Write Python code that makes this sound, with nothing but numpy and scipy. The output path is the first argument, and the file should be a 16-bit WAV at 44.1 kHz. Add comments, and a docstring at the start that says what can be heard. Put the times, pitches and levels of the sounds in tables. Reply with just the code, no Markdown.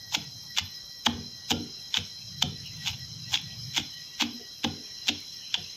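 """Stone pestle and mortar

A stone pestle pounds chopped vegetables, close to a small microphone: noise puffs crack through the bowl's
colour, dense snaps crunch, decaying counter modes thud, dull noise grinds; faint high-passed noise ticks.
Noise bands make the insects outside, wavering sines a lower caller; patchy treble noise flickers, and a
low rumble comes and goes over air."""
import sys
import numpy as np
from scipy import signal
from scipy.io import wavfile
from scipy.ndimage import uniform_filter1d

SR = 44100
rng = np.random.default_rng(int(sys.argv[2]) if len(sys.argv) > 2 else 0)


def amplitude_ratio(level_db):
    """Convert a level in decibels to the matching linear amplitude (field) ratio."""
    exponent = np.asarray(level_db, float) / 20
    return 10 ** exponent


def store_wav(level_fs):
    """Save 16-bit WAV to argv[1]."""
    pcm = np.round(np.clip(np.atleast_2d(level_fs), -1, 1) * 32767)
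    wavfile.write(sys.argv[1], SR, pcm.T.astype(np.int16))


N = 254016
BINS_HZ = np.fft.rfftfreq(1024, 1 / SR)

# crushing under each blow: (time [s], crunch level [dB], swell [ms per 10 dB], hollow scrape level [dB],
# juicy hiss level re crunch [dB])
SQUEEZES = [(.15, -29.5, 13, -53, 8.5), (.585, -15.5, 9, -61, -3), (1.064, -21.5, 5, -41, 4),
            (1.51, -20.5, 7, -35.5, 7.5), (1.967, -20.5, 14.5, -48, -1.5), (2.426, -21, 5, -54, 2.5),
            (2.879, -27.5, 23, -44, 1.1), (3.345, -29.5, 18, -38.5, 5.5), (3.779, -22.5, 16.5, -43, 1),
            (4.219, -15, 10, -52, -3), (4.645, -21.5, 5.5, -41, -6), (5.086, -23.5, 10, -45, 0.5),
            (5.548, -29.5, 11, -61, -4)]
# thuds into the counter: (time [s], body level [dB], deep level [dB], low level [dB], upper level [dB],
# woody level [dB])
THUDS = [(0.162, -41.5, -43, -27.5, -34.5, -35.5), (0.597, -46.5, -36, -33, -52, -47.5),
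         (1.061, -23.5, -33, -26, -29.5, -26.5), (1.507, -25, -36, -23.5, -26, -21.5),
         (1.97, -37.5, -36, -26, -47, -35), (2.431, -33, -27.5, -17, -33.5, -24.5),
         (2.881, -49.5, -41, -34, -63, -51), (3.339, -62, -54, -40, -42.5, -60.5),
         (3.779, -37.5, -39.5, -30, -28, -38.5), (4.212, -27, -49.5, -42, -24.5, -32),
         (4.641, -26, -40, -27, -24, -26), (5.084, -30, -40.5, -43, -23, -29.5),
         (5.569, -59, -42, -31, -49, -34.5)]
# colour of a crack through bowl and microphone: (frequency [Hz], level [dB per Hz])
BOWL = [(710, -30.5), (1200, -14.5), (1540, -7.5), (1860, -10.5), (2140, -4), (3510, 2.5), (3710, -1),
        (4170, -6.5), (6620, -6), (9330, -36.5), (10500, -41), (11900, -26), (13900, -22.5), (15600, -35)]


def evened(x):
    """Scales to rms 1."""
    return x / np.sqrt(np.mean(x ** 2) + 1e-20)


def read(points, hz):
    """Reads a spectrum on a log-frequency axis."""
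    f, value = np.transpose(points)
    return np.interp(np.log(hz + 1), np.log(f + 1), value)


def curve(rows):
    """Reads a (time, level) curve at every sample."""
    s, value = np.transpose(rows)
    return np.interp(np.arange(N) / SR, s, value)


def add(mix, s, sound):
    """Mixes a sound in at a time."""
    part = mix[round(s * SR):][:len(sound)]
    part += sound[:len(part)]


def resonate(x, hz, width_hz):
    """Shifts hz down to zero, smooths, and shifts back: a resonance of gain 1."""
    turn = np.exp(2j * np.pi * hz * np.arange(len(x)) / SR)
    r = np.exp(-np.pi * width_hz / SR)
    return 2 * (turn * signal.lfilter([1 - r], [1, -r], x / turn)).real


def causal(points, size=4096):
    """Minimum-phase impulse response of a spectrum."""
    hz = abs(np.fft.fftfreq(size, 1 / SR))
    log_gain = np.log(amplitude_ratio(np.maximum(read(points, hz), -90)))
    return np.fft.ifft(np.exp(signal.hilbert(log_gain).conj())).real[:size // 2]


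def noise(colour_db, patchy_db, flicker_db=0.):
    """Random short-time spectra with drifting patches and a flicker shared by all bins."""
    real, imag, patches = rng.standard_normal((N // 256 + 5, 513, 3)).T
    flicker = evened(uniform_filter1d(patches[0], size=4))
    patches = uniform_filter1d(patches, size=8, axis=0)
    patches = evened(uniform_filter1d(patches, size=12, axis=1))
    field = amplitude_ratio(colour_db[:, None] + patchy_db * patches + flicker_db * flicker)
    return evened(signal.istft((real + 1j * imag) * field, nperseg=1024, noverlap=768)[1][:N])


def wander(size):
    """Slow chance, rms 1."""
    return evened(uniform_filter1d(uniform_filter1d(rng.standard_normal(N), size), size))


def hollow(x):
    """The air inside the bowl rings briefly and passes nothing deep."""
    # air resonances: (frequency [Hz], width of the narrower of two stages [Hz], level [dB])
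    air_modes = [(630, 750, -15), (843, 196, 8.5), (933, 244, 0.5), (1230, 560, -4), (1546, 460, -6.5)]
    x = signal.sosfilt(signal.butter(4, 595, "high", fs=SR, output="sos"), x)
    return sum(amplitude_ratio(db) * resonate(resonate(x, hz, width_hz), hz, 2 * width_hz)
               for hz, width_hz, db in air_modes)


def cracks():
    """Each crack is a noise puff coloured by the bowl, with its own ring and knock; weak ones are duller."""
    # loud cracks: (time of peak [s], nominal peak level [dB], nominal hollow knock level [dB],
    # nominal length [ms])
    loud_cracks = [(.1255, -29, -36, 6.46), (.1428, -18, -24, 2.4), (.1496, -6, -25.5, 4.9),
                   (.5793, -33, -31, 3.5), (.5865, -27, -23, 1.26), (1.0635, -8, -33, 2.1),
                   (1.0665, -6, -12.5, 2.9), (1.0695, -15, -11.5, 1.89), (1.5074, -13.5, -28, 2.4),
                   (1.5164, -6.5, -18.5, 1.44), (1.5248, -18, -35, 3), (1.9426, -9.5, -33, 3.35),
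                   (1.9498, -16, -26.5, 3.5), (1.9604, -23, -45, 1.46), (1.9711, -5.5, -26, 2.7),
                   (2.4242, -9.5, -20, 3.5), (2.4275, -7.5, -32, 2.03), (2.8625, -19.5, -44, 2.4),
                   (2.874, -20.5, -38, 4.2), (2.8783, -21, -44, 3.34), (2.8884, -20, -36, 1.56),
                   (3.3357, -18, -32, 2.1), (3.3412, -7, -45, 3.36), (3.345, -10.5, -38, 3.1),
                   (3.3502, -11.5, -47, 2.75), (3.3563, -8.5, -55, 1.9), (3.3742, -15.5, -53, 1.9),
                   (3.7466, -23, -55, 3.5), (3.7684, -22, -31, 5.46), (3.7797, -9.5, -23, 2.37),
                   (3.7871, -17, -49, 1.2), (4.2021, -33, -29, 1.8), (4.2112, -13, -26.5, 1.8),
                   (4.223, -20, -19.5, 2.3), (4.2271, -15, -48, 1.56), (4.6475, -16.5, -19.5, 5.2),
                   (4.6513, -15, -25, 1.08), (5.0829, -14, -43, 1.54), (5.0885, -5.5, -31, 2.9),
                   (5.0922, -6, -28, 3.8), (5.5427, -7, -35, 2.13), (5.5465, -12, -33, 2.6),
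                   (5.552, -19, -30, 2.1)]
    ring_hz, ring_spread = 3223, .06  # pitch varies from piece to piece
    out, t = np.zeros(N), np.arange(768) / SR
    # soft pieces break without the finest hiss
    bowl = signal.sosfilt(signal.butter(3, 6800, fs=SR, output="sos"), causal(BOWL)[:1024])
    rows = loud_cracks + crumbs()
    for (s, db, knock_db, ms), puff in zip(rows, rng.standard_normal((len(rows), 768))):
        hz = ring_hz * (1 + ring_spread * puff[0])
        peak_s = np.clip(ms, .3, 8) / 1000 * .45
        burst = puff * t / peak_s * np.exp(-t / peak_s)
        wide = signal.fftconvolve(burst, bowl)
        bright = amplitude_ratio(0.59 * db - 2.0) * wide + 1.42 * resonate(wide, hz, 490)
        knock = hollow(np.pad(burst, (0, 1023)))
        bright = amplitude_ratio(db - 1.67) * bright / abs(bright).max()
        knock = amplitude_ratio(knock_db - 0.5) * knock / abs(knock).max()
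        add(out, s - peak_s - .0003, bright + knock)
    return out


def crumbs():
    """Rows for small cracks: five at random round every blow, weaker the further from it."""
    centre_db, spread_db, knock_re_crack_db, mean_ms = -32, 5, -15.5, 2.57
    lead_swells, trail_s, fade_db_per_s = 1.6, .075, -90
    when, size, span = rng.random((len(SQUEEZES), 5, 3)).T
    s, _, swell_ms = np.transpose(SQUEEZES)[:3]
    lead_s = lead_swells * swell_ms / 1000
    late_s = (lead_s + trail_s) * when - lead_s
    db = centre_db + spread_db * (2 * size - 1) + fade_db_per_s * abs(late_s)
    rows = [s + late_s, db, db + knock_re_crack_db, mean_ms * (.5 + span)]
    return list(np.reshape(rows, (4, -1)).T)


def crush():
    """Dense uneven snaps swell and fade about equally fast around each blow, over a patchy rustle."""
    # pieces shifting in the bowl: (time [s], level [dB])
    rustle_level = [(0.0, -88), (1.67, -59), (2.31, -64), (2.63, -53.5), (3.24, -59), (3.56, -54),
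                    (4.59, -60), (5.18, -55), (5.76, -54)]
    # their colour: (frequency [Hz], level [dB per Hz])
    rustle_colour = [(1200, -71), (1800, -7), (2400, -4.5), (3050, 5.5), (3600, -7), (4300, -17),
                     (6000, -22), (7500, -28), (9000, -60)]
    snaps_per_s = 3500
    sizes = amplitude_ratio(1.57 * np.minimum(rng.exponential(1, N), 5))
    snaps = sizes * (rng.random(N) < snaps_per_s / SR) * rng.standard_normal(N)
    snaps = snaps * amplitude_ratio(2.16 * wander(size=130))  # clumps
    crunch = evened(signal.oaconvolve(snaps, causal(BOWL))[:N])
    scrape = evened(hollow(snaps))
    hiss = signal.sosfiltfilt(signal.butter(3, 4600, "high", fs=SR, output="sos"), crunch)
    t = np.arange(N) / SR
    out = amplitude_ratio(curve(rustle_level)) * noise(read(rustle_colour, BINS_HZ), patchy_db=6.5, flicker_db=-0.5)
    for s, db, swell_ms, scrape_db, hiss_db in SQUEEZES:
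        away_ms = abs(t - s) * 1000
        shape = amplitude_ratio(-10 * away_ms / (swell_ms * np.where(t < s, 1, 0.99)))
        # juice hisses earlier than the crunch: slower swell, faster fall
        juice = amplitude_ratio(db + hiss_db - 10 * away_ms / (swell_ms * np.where(t < s, 1.23, 0.83)))
        out = out + shape * (amplitude_ratio(db) * (crunch - hiss) + amplitude_ratio(scrape_db) * scrape) + juice * hiss
    return out


def counter(rows, soft_s=0., dull_hz=np.inf):
    """Counter modes build up under the weight, hold, then die ever faster, wobbling at random."""
    # modes of the counter: (frequency [Hz], level [dB], nominal t60 [s])
    modes = [(91.9, 13, 0.23), (96, -10, 0.28), (151.8, -8, 0.32), (195.7, -11.5, 0.36), (236.8, 2.5, 0.28),
             (292, -4, 0.26), (321.2, -6.5, 0.13), (395, -14.5, 0.45), (445, -11.5, 0.34), (509, -7, 0.17),
             (654, -26, 0.25), (725, -6.5, 0.21), (805, -45, 0.58), (889, -29, 0.31), (1187, -45, 0.11),
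             (1440, -20, 0.32)]
    deep_hz, low_hz, upper_hz, woody_hz = 130, 210, 270, 360  # group edges
    out, t = np.zeros(N), np.arange(SR // 2) / SR
    hz, mode_db, t60_s = np.transpose(modes)[:, :, None]
    woody = hz > woody_hz
    shakes = rng.standard_normal((len(rows), len(modes), 2, 90))
    rise = (1 - np.exp(-t * hz / 1.15)) ** np.where(hz < deep_hz, 5, 2)  # the deepest come late
    rise = rise * (1 - np.exp(-t / (soft_s + 1e-9))) / (1 + (hz / dull_hz) ** 4)
    groups = [hz < deep_hz, hz < low_hz, hz < upper_hz, hz < woody_hz]
    for (s, body_db, deep_db, low_db, upper_db, woody_db), shake in zip(rows, shakes):
        ring = 0.72 + 0.07 * max(body_db + 31.5, 0)  # t60 factor, longer when the body is loud
        part_db = np.select(groups, [deep_db, low_db, body_db, upper_db], woody_db)
        wobble = uniform_filter1d(shake[:, 0] + 1j * shake[:, 1], size=3)
        wobble = signal.resample(wobble, len(t), axis=1)
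        # each blow lands on another spot
        landed_hz = hz * (1 + np.where(woody, .05, .008) * shake[:, 1, :1])
        steady = np.where(woody, .25, .9) * np.exp(9j * shake[:, 0, :1])
        loose = np.where(woody, .8, .55) * wobble
        rings = ((steady + loose) * np.exp(2j * np.pi * landed_hz * t)).real
        decay = amplitude_ratio(mode_db + part_db - 60 * (t / (ring * t60_s)) ** 1.134)
        add(out, s, (decay * rise * rings).sum(0))
    return out


def thuds():
    """Each blow drives the counter's modes."""
    return counter(THUDS)


def late_thuds():
    """Soft, dull low thuds and late tails after some blows, from the same modes with a slower rise."""
    # late thuds: (time [s], body level [dB], deep level [dB], low level [dB], upper level [dB],
    # woody level [dB])
    late_rows = [(1.16, -53, -36, -30, -58, -30), (1.59, -38, -59, -50, -21, -49),
                 (2.51, -39, -55, -41, -44, -32.5), (4.33, -36, -67, -52, -56, -51),
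                 (4.39, -58, -76, -63, -58, -30), (4.759, -59, -76, -56, -30, -33)]
    return counter(late_rows, soft_s=0.023, dull_hz=600)


def grind():
    """The pestle grinds on the stone: lumpy, dull noise holds after each thud and then stops."""
    re_woody_db, t60_s, hold = -30.5, 0.18, 1.54
    t, envelope = np.arange(SR // 2) / SR, np.zeros(N)
    for s, *_, woody_db in THUDS:
        decay = amplitude_ratio(woody_db + re_woody_db - 60 * (t / t60_s) ** hold)
        add(envelope, s, decay * np.minimum(t / 0.0047, 1))
    stone = resonate(rng.standard_normal(N), 610, 730)
    stone = evened(signal.lfilter([1, -.6], [1], stone))
    return envelope * amplitude_ratio(6.7 * wander(size=400)) * stone


def ticks():
    """Very short, faint high-passed noise ticks."""
    # ticks: (time [s], peak level [dB])
    tick_rows = [(0.2428, -40), (2.6618, -40), (2.7701, -40), (2.8194, -48), (2.9294, -57), (3.416, -38),
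                 (5.2041, -38), (5.3627, -44)]
    decay_s, edge_hz = 0.00098, 7000
    out, t = np.zeros(N), np.arange(256) / SR
    sos = signal.butter(1, edge_hz, "high", fs=SR, output="sos")
    for (s, db), puff in zip(tick_rows, rng.standard_normal((len(tick_rows), 256))):
        tick = signal.sosfilt(sos, puff * np.exp(-t / decay_s))
        add(out, s, amplitude_ratio(db) * tick / abs(tick).max())
    return out


def room(x):
    """Sparse reflections of random sign, each band dying at its own speed."""
    # reverberation: (frequency [Hz], t60 [s])
    room_t60 = [(250, 0.43), (1000, 0.31), (3000, 0.34), (6500, 0.22), (9000, 0.07)]
    taps, slots = np.zeros(SR // 2), np.arange(200, SR // 2 - 20, 20)
    taps[slots + rng.integers(0, 20, len(slots))] = rng.choice([-1., 1.], len(slots))
    hz, t, z = signal.stft(taps, SR, nperseg=256)
    decay = amplitude_ratio(-60 * t / read(room_t60, hz)[:, None])
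    tail = signal.istft(z * decay, SR, nperseg=256)[1]
    return signal.fftconvolve(x, tail / np.linalg.norm(tail))[:N]


def insects_and_treble():
    """Many callers blur into steep-sided, patchy noise bands; noise bands above 10 kHz share their level."""
    # noise bands, insects below 10 kHz and plain treble above: (frequency [Hz], nominal width [Hz],
    # level [dB])
    bands = [(2650, 21, -61), (3206, 120, -9), (3660, 42, -37), (4030, 110, -4.5), (4091, 88, 0.5),
             (3973, 270, -9), (4190, 270, -9.5), (4900, 134, -10), (5050, 31, 4.5), (5425, 540, -6.5),
             (5476, 59, -1), (6146, 106, -7), (6470, 800, -18.5), (7940, 400, -32), (8550, 500, -47),
             (10900, 220, -24), (11720, 77, -19.5), (12450, 310, -24)]
    # level of all bands before a 2 dB lift: (time [s], level [dB])
    bands_level = [(0.0, -46.5), (.4, -45), (1.03, -46), (2.04, -45), (3.8, -44.5), (4.6, -46),
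                   (4.9, -44.5), (5.76, -44.5)]
    power = sum(amplitude_ratio(2 * db) * np.exp(-(abs(BINS_HZ - hz) / (0.44 * width_hz)) ** 1.64)
                for hz, width_hz, db in bands)
    blur = noise(10 * np.log10(power + 1e-9), patchy_db=1.5, flicker_db=0.54)
    return amplitude_ratio(curve(bands_level) + 2.0) * blur


def flickering_treble():
    """Patchy, flickering treble noise above 11.5 kHz."""
    # treble noise: (time [s], level [dB])
    treble_level = [(0.0, -62.5), (0.46, -62.5), (1.17, -68), (2.53, -71), (2.65, -66.5), (3.93, -65),
                    (4.52, -67.5), (5.44, -70), (5.76, -75)]
    # its colour: (frequency [Hz], level [dB per Hz])
    treble_colour = [(11500, -32), (12200, -5), (13100, -1), (13900, -11), (15400, -18), (15750, -38)]
    colour_db = read(treble_colour, BINS_HZ) - 40 * (BINS_HZ < 11500)
    return amplitude_ratio(curve(treble_level)) * noise(colour_db, patchy_db=3.5, flicker_db=4.5)


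def chirps():
    """A low caller gives short, slightly wavering sine notes, about four a second."""
    # notes: (time of middle [s], level [dB], length [s])
    notes = [(0.067, -55.5, 0.16), (0.26, -59, 0.074), (0.402, -64, 0.075), (0.514, -55.5, 0.088),
             (0.76, -58.5, 0.14), (0.947, -58.5, 0.13), (1.19, -61, 0.098), (1.41, -59, 0.18),
             (1.663, -64.5, 0.049), (1.887, -64.5, 0.24), (2.136, -59, 0.063), (2.356, -58.5, 0.073),
             (2.588, -61, 0.14), (2.825, -52.5, 0.081), (3.02, -55.5, 0.074), (3.287, -55, 0.05),
             (3.49, -56.5, 0.13), (3.72, -61, 0.12), (3.99, -55, 0.12), (4.173, -56.5, 0.14),
             (4.443, -56.5, 0.15), (4.663, -66, 0.12), (4.963, -60.5, 0.29), (5.386, -59.5, .09),
             (5.594, -59, .06)]
    t = np.arange(N) / SR
    envelope = sum(amplitude_ratio(db) * np.exp(-abs(2 * (t - s) / length_s) ** 2.1) for s, db, length_s in notes)
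    turns = np.cumsum(1932 + 16 * wander(size=300)) / SR  # Hz
    flutter = amplitude_ratio(2.5 * wander(size=350))
    return np.sqrt(2) * envelope * flutter * np.sin(2 * np.pi * turns)


def rumble():
    """Low coloured noise that comes and goes."""
    # rumble: (time [s], level [dB])
    rumble_level = [(0.0, -59.5), (0.3, -50), (0.45, -56), (1.06, -72), (1.17, -53), (1.96, -67),
                    (2.34, -46.5), (3.21, -44), (3.7, -45.5), (3.95, -60.5), (4.62, -74.5), (5.76, -64)]
    # its colour: (frequency [Hz], level [dB per Hz])
    rumble_colour = [(18, -57), (30, -20), (59, -44), (129, 4), (167, -5.5), (204, -20.5), (241, 0.5),
                     (271, -35), (500, -35), (650, -90), (1100, -120)]
    return amplitude_ratio(curve(rumble_level)) * noise(read(rumble_colour, BINS_HZ), patchy_db=-0.5)


def air():
    """Kitchen air: coloured noise at one level."""
    # colour: (frequency [Hz], level [dB per Hz])
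    air_colour = [(12, -50), (30, 1), (55, -16.5), (120, -7), (400, -21), (1500, -24.5), (3000, -28),
                  (4550, -30), (6000, -27.5), (7400, -46), (9400, -75), (10100, -42), (15500, -55),
                  (15800, -67)]
    return amplitude_ratio(-58) * noise(read(air_colour, BINS_HZ), patchy_db=2.0)


def scene():
    """Blows and ticks with their room, over insects, treble noise, chirps, rumble and air."""
    near = cracks() + crush() + ticks()
    wet = near + amplitude_ratio(-16.5) * room(near)
    weight = thuds() + late_thuds() + grind()
    background = insects_and_treble() + flickering_treble() + chirps() + rumble() + air()
    return (wet + weight + background)[None]


def top_cut(x):
    """Nothing passes above the cut-off."""
    return signal.sosfilt(signal.butter(12, 15780, fs=SR, output="sos"), x)


def record(dry):
    """A small microphone drops the deepest bass; gain control ducks fast on each blow, then recovers."""
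    dry = signal.sosfilt(signal.butter(2, 48, "high", fs=SR, output="sos"), dry)
    power_db = 10 * np.log10(abs(uniform_filter1d(dry[0] ** 2, size=220)) + 1e-12)
    fall_db = np.arange(N) * 104.0 / SR  # the detector falls 104 dB/s
    held_db = np.maximum.accumulate(power_db + fall_db) - fall_db
    over_db = np.maximum(held_db + 26.5, 0)
    lagged_db = signal.lfilter([1 / 150], [1, 1 / 150 - 1], over_db)  # lag of 150 samples
    mix = dry / amplitude_ratio(0.28 * lagged_db)
    return top_cut(mix)


dry = scene()
out = record(dry)
store_wav(out)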